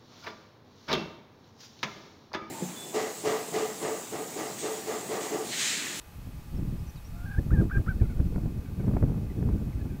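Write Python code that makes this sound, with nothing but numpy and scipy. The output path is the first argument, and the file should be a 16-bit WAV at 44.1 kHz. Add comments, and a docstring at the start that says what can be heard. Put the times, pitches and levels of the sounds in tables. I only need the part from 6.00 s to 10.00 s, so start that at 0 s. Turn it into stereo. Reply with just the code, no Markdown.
"""A prairie chicken cackles across an open field: five arched notes, the first two nearly joined.
Each is a harmonic series on an unsteady pitch, filtered by a throat; others answer faintly the same way.
A small songbird chirps in short sine glides. Wind noise with single thumps buffets the two microphone
ports of a camera, which adds its own hiss and a thin whine of a few unsteady sines."""
import sys
import numpy as np
from scipy import signal
from scipy.fft import rfft, irfft, next_fast_len
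from scipy.io import wavfile
from scipy.ndimage import map_coordinates

SR = 44100
rng = np.random.default_rng(int(sys.argv[2]) if len(sys.argv) > 2 else 0)


def output_pcm(signal):
    """Save a mono or channel-first signal as 16-bit PCM at the path in sys.argv[1].

    Samples are clipped to [-1, 1] before scaling.
    """
    pcm = np.clip(np.atleast_2d(signal).T, -1, 1) * 32767
    wavfile.write(sys.argv[1], SR, np.round(pcm).astype(np.int16))


N = 176400  # samples, four seconds


def amp(db):
    """Decibel law: a level in dB becomes an amplitude ratio."""
    return 10 ** (np.asarray(db) / 20)


def unit(x):
    """Normalization: scale to an rms of 1."""
    return x / np.sqrt(np.mean(x ** 2) + 1e-20)


def along(points, hz):
    """Logarithmic pitch scale: (Hz, value) points read on a log axis."""
    f, v = np.transpose(points)
    return np.interp(np.log(hz + 1), np.log(f + 1), v)


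def curves(rows, t):
    """Linear interpolation: each column after the time, read at times t."""
    s, *cols = np.transpose(rows)
    return [np.interp(t, s, c) for c in cols]


def wobble(rate, size=N):
    """Band-limited modulation: a smooth random curve with rate knots a second."""
    knots = rng.standard_normal(4000)
    return map_coordinates(knots, [np.arange(size) * rate / SR], mode="wrap")


def filtered(x, response):
    """Linear filtering: multiply the spectrum of x by a response of frequency."""
    m = next_fast_len(N + 8192)
    spectrum = rfft(x, m) * response(np.fft.rfftfreq(m, 1 / SR))
    return irfft(spectrum, m)[..., :N]


def pan(db):
    """Level difference between channels: gains that favour left over right by db."""
    return amp([[db / 2], [-db / 2]])


def rush(spectrum, alike):
    """Partial coherence: stereo noise of rms 1 from a mid and a side part, mixed by likeness."""
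    def mid_side_gains(hz):
        turn = np.arccos(np.clip(along(alike, hz), -1, 1)) / 2
        return amp(along(spectrum, hz)) * [np.cos(turn), np.sin(turn)]
    mid, side = filtered(rng.standard_normal((2, N)), mid_side_gains)
    return unit(np.array([mid + side, mid - side]))


def span(start, end):
    """Sampling: the sample indices between two times in seconds."""
    return np.arange(int(start * SR), min(int(end * SR), N))


# Hiss spectrum. Each row: frequency in Hz, relative level per Hz in dB.
HISS_SPECTRUM = [(900, 0.5), (1400, -3), (2500, -6), (3300, -8), (6000, -12), (11000, -16), (11900, -12),
                 (14000, -14.5), (15600, -14.5)]
# Likeness of the hiss in both channels. Each row: frequency in Hz, left-right correlation.
HISS_ALIKE = [(1000, 0.092), (3000, 0.029), (8000, 0.37), (11500, 1)]
# Hiss level. Each row: time in seconds, rms level in dB.
HISS_LEVEL = [(1.4, -54), (1.6, -55.5)]
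# Whine tones. Each row: frequency in Hz, rms level in dB.
WHINE_TONES = [(840, -70), (1190, -70.5), (2523, -72.5), (2593, -77), (4376, -80.5)]


def background(t):
    """Electronic noise and phase modulation: nearly even hiss and the camera's unsteady whine."""
    hiss_db, = curves(HISS_LEVEL, t)
    whine = np.zeros(N)
    for hz, db in WHINE_TONES:
        drift = 1.5 * wobble(14)  # radians
        whine += amp(db) * np.sqrt(2) * np.sin(2 * np.pi * hz * t + drift)
    return amp(hiss_db) * rush(HISS_SPECTRUM, HISS_ALIKE) + whine


# Wind strength at the microphone. Each row: time in seconds, reference level in dB.
WIND_STRENGTH = [(.08, -53), (.26, -41), (.46, -43.5), (.56, -34.5), (.72, -34.5), (1.02, -45), (1.2, -36),
                 (1.32, -37.5), (1.405, -32.5), (1.49, -34.5), (1.63, -24.5), (1.7, -38.5), (1.78, -26),
                 (1.83, -31.5), (2.23, -30), (2.46, -32), (2.54, -36.5), (2.76, -34.5), (2.87, -27),
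                 (3.1, -28), (3.3, -34), (3.42, -29.5), (3.57, -29.5), (3.69, -34.5)]
# Share of fine eddies, heard as brightness. Each row: time in seconds, gain in dB.
FINE_EDDIES = [(.7, 1), (1.3, -7.5), (1.6, 1), (2.15, -5), (2.38, 1), (2.95, 1.5), (3.44, 0), (3.75, 1)]
# Slowest pressure swings. Each row: frequency in Hz, relative level per Hz in dB.
DEEP_SPECTRUM = [(10, 3), (25, 6.5), (50, 11), (200, -50)]
# Share of the slowest swings. Each row: time in seconds, gain against the wind strength in dB.
DEEP_GAIN = [(2.45, -2.5), (2.75, -8.5)]
# Large eddies. Each row: frequency in Hz, relative level per Hz in dB.
RUMBLE_SPECTRUM = [(25, -29), (55, -1.5), (80, -2), (115, -3), (200, -12), (330, -29), (1500, -86.5)]
# Likeness of large eddies at the two ports. Each row: frequency in Hz, left-right correlation.
RUMBLE_LIKENESS = [(40, 1), (125, 0.71), (250, 0.34)]
# Small eddies, also in the thumps. 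Each row: frequency in Hz, relative level per Hz in dB.
FLUTTER_SPECTRUM = [(40, -28), (130, 1.5), (220, 0.5), (350, -6.5), (850, -29), (2600, -55), (5000, -78)]
# Likeness of small eddies, also in the thumps. Each row: frequency in Hz, left-right correlation.
FLUTTER_LIKENESS = [(125, 0.93), (500, -0.13)]
# Pops, and the crackle of the thumps. Each row: frequency in Hz, relative level in dB.
CRACKLE_SPECTRUM = [(250, -5.5), (450, 8.5), (1400, -10.5), (2300, -19.5), (3500, -47)]
RUMBLE_DB, FLUTTER_DB, POPS_DB = -0.5, -6.5, -24  # gains against the mean wind strength
FLUTTER_GROWS, POPS_GROW = 1.44, 1.34  # dB per dB of gust
CHOP_LIMIT_DB, CHOP_PER_S = 4, 38  # quick level swings of the flutter
POPS_PER_S = 150  # tiny eddies bursting on each port


def wind(t):
    """Turbulence: large eddies rumble in both ports; small ones flutter and pop, growing faster in gusts."""
    strength_db, = curves(WIND_STRENGTH, t)
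    eddies_db, = curves(FINE_EDDIES, t)
    deep_db, = curves(DEEP_GAIN, t)
    mean_db = strength_db.mean()
    gust_db = strength_db - mean_db
    chop_db = CHOP_LIMIT_DB * np.tanh(wobble(CHOP_PER_S))

    rumble_db = RUMBLE_DB + gust_db + 1.42 * chop_db
    rumble = amp(rumble_db) * rush(RUMBLE_SPECTRUM, RUMBLE_LIKENESS) * pan(1.3)
    deep = amp(gust_db + deep_db) * rush(DEEP_SPECTRUM, RUMBLE_LIKENESS)

    lumps_db = 2.1 * np.array([wobble(110), wobble(110)])  # separate in each port
    flutter_db = FLUTTER_DB + FLUTTER_GROWS * gust_db + eddies_db + chop_db + lumps_db
    flutter = amp(flutter_db) * rush(FLUTTER_SPECTRUM, FLUTTER_LIKENESS)

    ticks = (rng.random((2, N)) < POPS_PER_S / SR) * rng.standard_normal((2, N))
    # the factor 1j turns the phase a quarter cycle
    clicks = unit(filtered(ticks, lambda hz: 1j * amp(along(CRACKLE_SPECTRUM, hz))))
    pops = amp(POPS_DB + POPS_GROW * gust_db + eddies_db) * clicks
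    return amp(mean_db) * (deep + rumble + (flutter + pops) * pan(-3))


# Single eddies that thump the ports.
# Each row: centre in seconds, peak pressure in dB before panning, crackle level in dB.
THUMP_EDDIES = [(1.388, -15, -58), (1.465, -21, -47), (1.518, -18.5, -43), (1.537, -12.5, -68),
                (1.612, -23, -55), (2.019, -13, -36), (2.202, -14.5, -32.5), (2.361, -21, -29.5),
                (2.383, -22.5, -37), (2.46, -19, -37), (2.478, -30, -42), (2.882, -24.5, -32),
                (2.937, -21.5, -37.5), (2.969, -18, -26), (3.028, -16.5, -27), (3.037, -15, -34),
                (3.428, -29.5, -35.5), (3.491, -20.5, -34), (3.857, -23, -39)]
THUMP_S, THUMP_WIDENS = 0.0056, 0.51  # width at 0 dB; dB of width per dB of pressure
CRACKLE_S = 0.002  # Gaussian width
WAKE_DB, WAKE_S = -14, 0.012  # level against the thump, Gaussian width


def thumps(t):
    """Pressure of a passing eddy: a push, then a pull, with a brief crackle and a churning wake."""
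    push, burst, wake = np.zeros((3, N))
    for s, db, crackle_db in THUMP_EDDIES:
        u = (t - s) / (THUMP_S * amp(THUMP_WIDENS * db))  # stronger eddies are wider
        push -= amp(db) * u * np.exp((1 - u * u) / 2)
        burst += amp(crackle_db) * np.exp(-((t - s) / CRACKLE_S) ** 2 / 2)
        # the wake is centred half its width after the thump
        wake += amp(db + WAKE_DB) * np.exp(-((t - s) / WAKE_S - .5) ** 2 / 2)
    crackle = burst * rush(CRACKLE_SPECTRUM, FLUTTER_LIKENESS)
    churn = wake * rush(FLUTTER_SPECTRUM, FLUTTER_LIKENESS)
    return push * pan(3.1) + crackle + churn


ECHO_DB, ECHO_T60_S = -14, 0.12  # scattered level against direct, time to decay by 60 dB


def field_echo(x):
    """Scattering: the open ground returns a short decaying tail, different in each channel."""
    t = np.arange(SR // 2) / SR
    tail = rng.standard_normal((2, len(t))) * amp(-60 * t / ECHO_T60_S)
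    tail = tail / np.linalg.norm(tail[0])
    return x + amp(ECHO_DB) * signal.fftconvolve(np.atleast_2d(x), tail, axes=1)[:, :N]


UNSTEADY_PER_S = 260  # knots a second in the birds' pitch and level wobbles

# Songbird chirps.
# Each row: start in seconds, length in seconds, start pitch in Hz, end pitch in Hz, peak level in dB.
CHIRP_NOTES = [(.562, .024, 5470, 5200, -60), (0.79, 0.014, 5220, 5020, -61),
               (0.86, 0.049, 6340, 5400, -60), (0.894, 0.014, 5700, 6250, -57),
               (0.957, 0.012, 5030, 4330, -58), (.967, 0.024, 4050, 3600, -58),
               (1.037, 0.05, 5380, 5930, -59)]


def songbird():
    """Frequency modulation: a tinkling run of quick, gliding, quavering whistles."""
    out = np.zeros(N)
    for s, length, hz0, hz1, db in CHIRP_NOTES:
        i = span(s, s + length)
        hz = np.linspace(hz0, hz1, len(i)) * (1 + 0.01 * wobble(UNSTEADY_PER_S, len(i)))
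        whistle = np.sin(2 * np.pi * np.cumsum(hz) / SR)
        out[i] += amp(db) * signal.windows.tukey(len(i), .5) * whistle
    return out


JITTER, SHIMMER_DB = 0.012, 1.58  # pitch fraction and level wobble, at a roughness of 1


def voice(hz, throat, rough):
    """Source and filter: harmonics of an unsteady pitch, weighted by the resonance of the throat."""
    size = len(hz)
    unsteady_hz = hz * (1 + JITTER * rough * wobble(UNSTEADY_PER_S, size))
    phase = 2 * np.pi * np.cumsum(unsteady_hz) / SR
    tone = sum(amp(along(throat, k * hz)) * np.sin(k * phase) for k in range(1, 7))
    shimmer_db = SHIMMER_DB * np.minimum(rough, 3) * wobble(UNSTEADY_PER_S, size)
    return np.sqrt(2) * tone * amp(shimmer_db)


# Distant birds answering. Each row: start in seconds, length in seconds, start pitch in Hz,
# end pitch in Hz, level in dB before the throat.
ANSWER_CLUCKS = [(1.992, 0.039, 952, 693, -56), (2.013, .065, 780, 658, -60),
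                 (2.086, 0.053, 777, 683, -56.5), (2.645, 0.064, 771, 721, -61),
                 (2.78, 0.062, 740, 768, -59), (3.29, .034, 1100, 963, -52),
                 (3.723, 0.021, 1100, 1000, -52), (3.789, 0.043, 886, 803, -60),
                 (3.884, 0.077, 816, 750, -60)]
# Throat of the distant birds. Each row: frequency in Hz, gain in dB.
DISTANT_THROAT = [(700, -13), (1100, -18), (1450, -2.5), (1850, -5), (2200, -10.5), (2400, -6), (2700, -26)]
FLOCK_START_S, FLOCK_PER_S, FLOCK_LENGTH_S = 1.7, 16, 0.054
FLOCK_DB, FLOCK_HZ, FLOCK_SPREAD = -67, 728.5, 0.0713  # before the throat; spread in log pitch


def answers():
    """Source and filter, at a distance: sliding clucks over the faint random chatter of the flock."""
    flock = []
    for s in np.arange(FLOCK_START_S, N / SR - 2 * FLOCK_LENGTH_S, 1 / FLOCK_PER_S):
        start = s + FLOCK_LENGTH_S * rng.random()
        hz0, hz1 = FLOCK_HZ * np.exp(FLOCK_SPREAD * rng.standard_normal(2))
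        flock.append((start, FLOCK_LENGTH_S, hz0, hz1, FLOCK_DB))
    out = np.zeros(N)
    for s, length, hz0, hz1, db in ANSWER_CLUCKS + flock:
        i = span(s, s + length)
        cluck = voice(np.linspace(hz0, hz1, len(i)), DISTANT_THROAT, rough=2.5)
        out[i] += amp(db) * signal.windows.tukey(len(i), .6) * cluck
    return out


# The cackle, one list per note.
# Each row: time in seconds, pitch in Hz, level in dB before the throat and CACKLE_DB.
CACKLE_NOTES = [
    [(1.13, 682, -71), (1.235, 710, -52), (1.252, 713, -57), (1.262, 823, -44.5), (1.294, 763, -47.5),
     (1.302, 818, -47), (1.322, 812, -39.5), (1.333, 738, -49), (1.339, 814, -42), (1.351, 792, -37),
     (1.36, 706, -59)],
    [(1.362, 780, -47), (1.377, 805, -40), (1.387, 893, -38.5), (1.403, 715, -56)],
    [(1.505, 558, -50), (1.513, 716, -41.5), (1.523, 805, -46), (1.543, 885, -45.5), (1.569, 818, -42),
     (1.579, 787, -39.5), (1.594, 818, -38.5), (1.61, 786, -40), (1.62, 587, -55)],
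    [(1.697, 412, -47), (1.709, 587, -48), (1.716, 748, -31.5), (1.731, 842, -40), (1.75, 786, -32.5),
     (1.773, 813, -30), (1.78, 756, -47), (1.789, 457, -43)],
    [(1.862, 396, -51), (1.874, 612, -50), (1.88, 657, -36.5), (1.892, 780, -31.5), (1.917, 754, -35.5),
     (1.924, 712, -48), (1.933, 620, -63)],
]
# Throat of the near bird. Each row: frequency in Hz, gain in dB.
NEAR_THROAT = [(750, -48), (1000, -8), (1250, 2.5), (1550, -3), (1780, -3), (1980, -23), (2400, -26),
               (4500, -53)]
CACKLE_DB, CACKLE_PAN_DB, EDGE_S = -1.5, -0.5, 0.0021
RASP_DB = -24  # throat noise against the note level
HUM_DB = -62  # the fundamental, which stands out only while a note is soft


def cackle():
    """Source and filter, near: arched notes over a soft fundamental, cleaner when loud, with a slight rasp."""
    out = np.zeros(N)
    breath = filtered(rng.standard_normal(N), lambda hz: amp(along(NEAR_THROAT, hz)))
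    rasp = amp(RASP_DB) * unit(breath)
    for note in CACKLE_NOTES:
        i = span(note[0][0], note[-1][0])
        hz, db = curves(note, i / SR)
        edges = np.clip(np.minimum(i - i[0], i[-1] - i) / SR / EDGE_S, 0, 1)
        rough = amp(-.9 * (np.maximum(db, -51) + 42.5))  # 1 at a note level of -42.5 dB
        hum = amp(HUM_DB) * np.sqrt(2) * np.sin(2 * np.pi * np.cumsum(hz) / SR)
        call = amp(db + CACKLE_DB) * (voice(hz, NEAR_THROAT, rough) + rasp[i])
        out[i] += edges * (hum + call)
    return out * pan(CACKLE_PAN_DB)


def scene():
    """Superposition: birds in the field, wind on the microphone and the camera's own noise."""
    t = np.arange(N) / SR
    birds = field_echo(answers() + songbird()) + field_echo(cackle())
    return background(t) + wind(t) + thumps(t) + birds


def record(dry):
    """Band limiting: the camera keeps nothing from 15700 Hz up."""
    return filtered(dry, lambda hz: hz < 15700)


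dry = scene()
out = record(dry)
output_pcm(out)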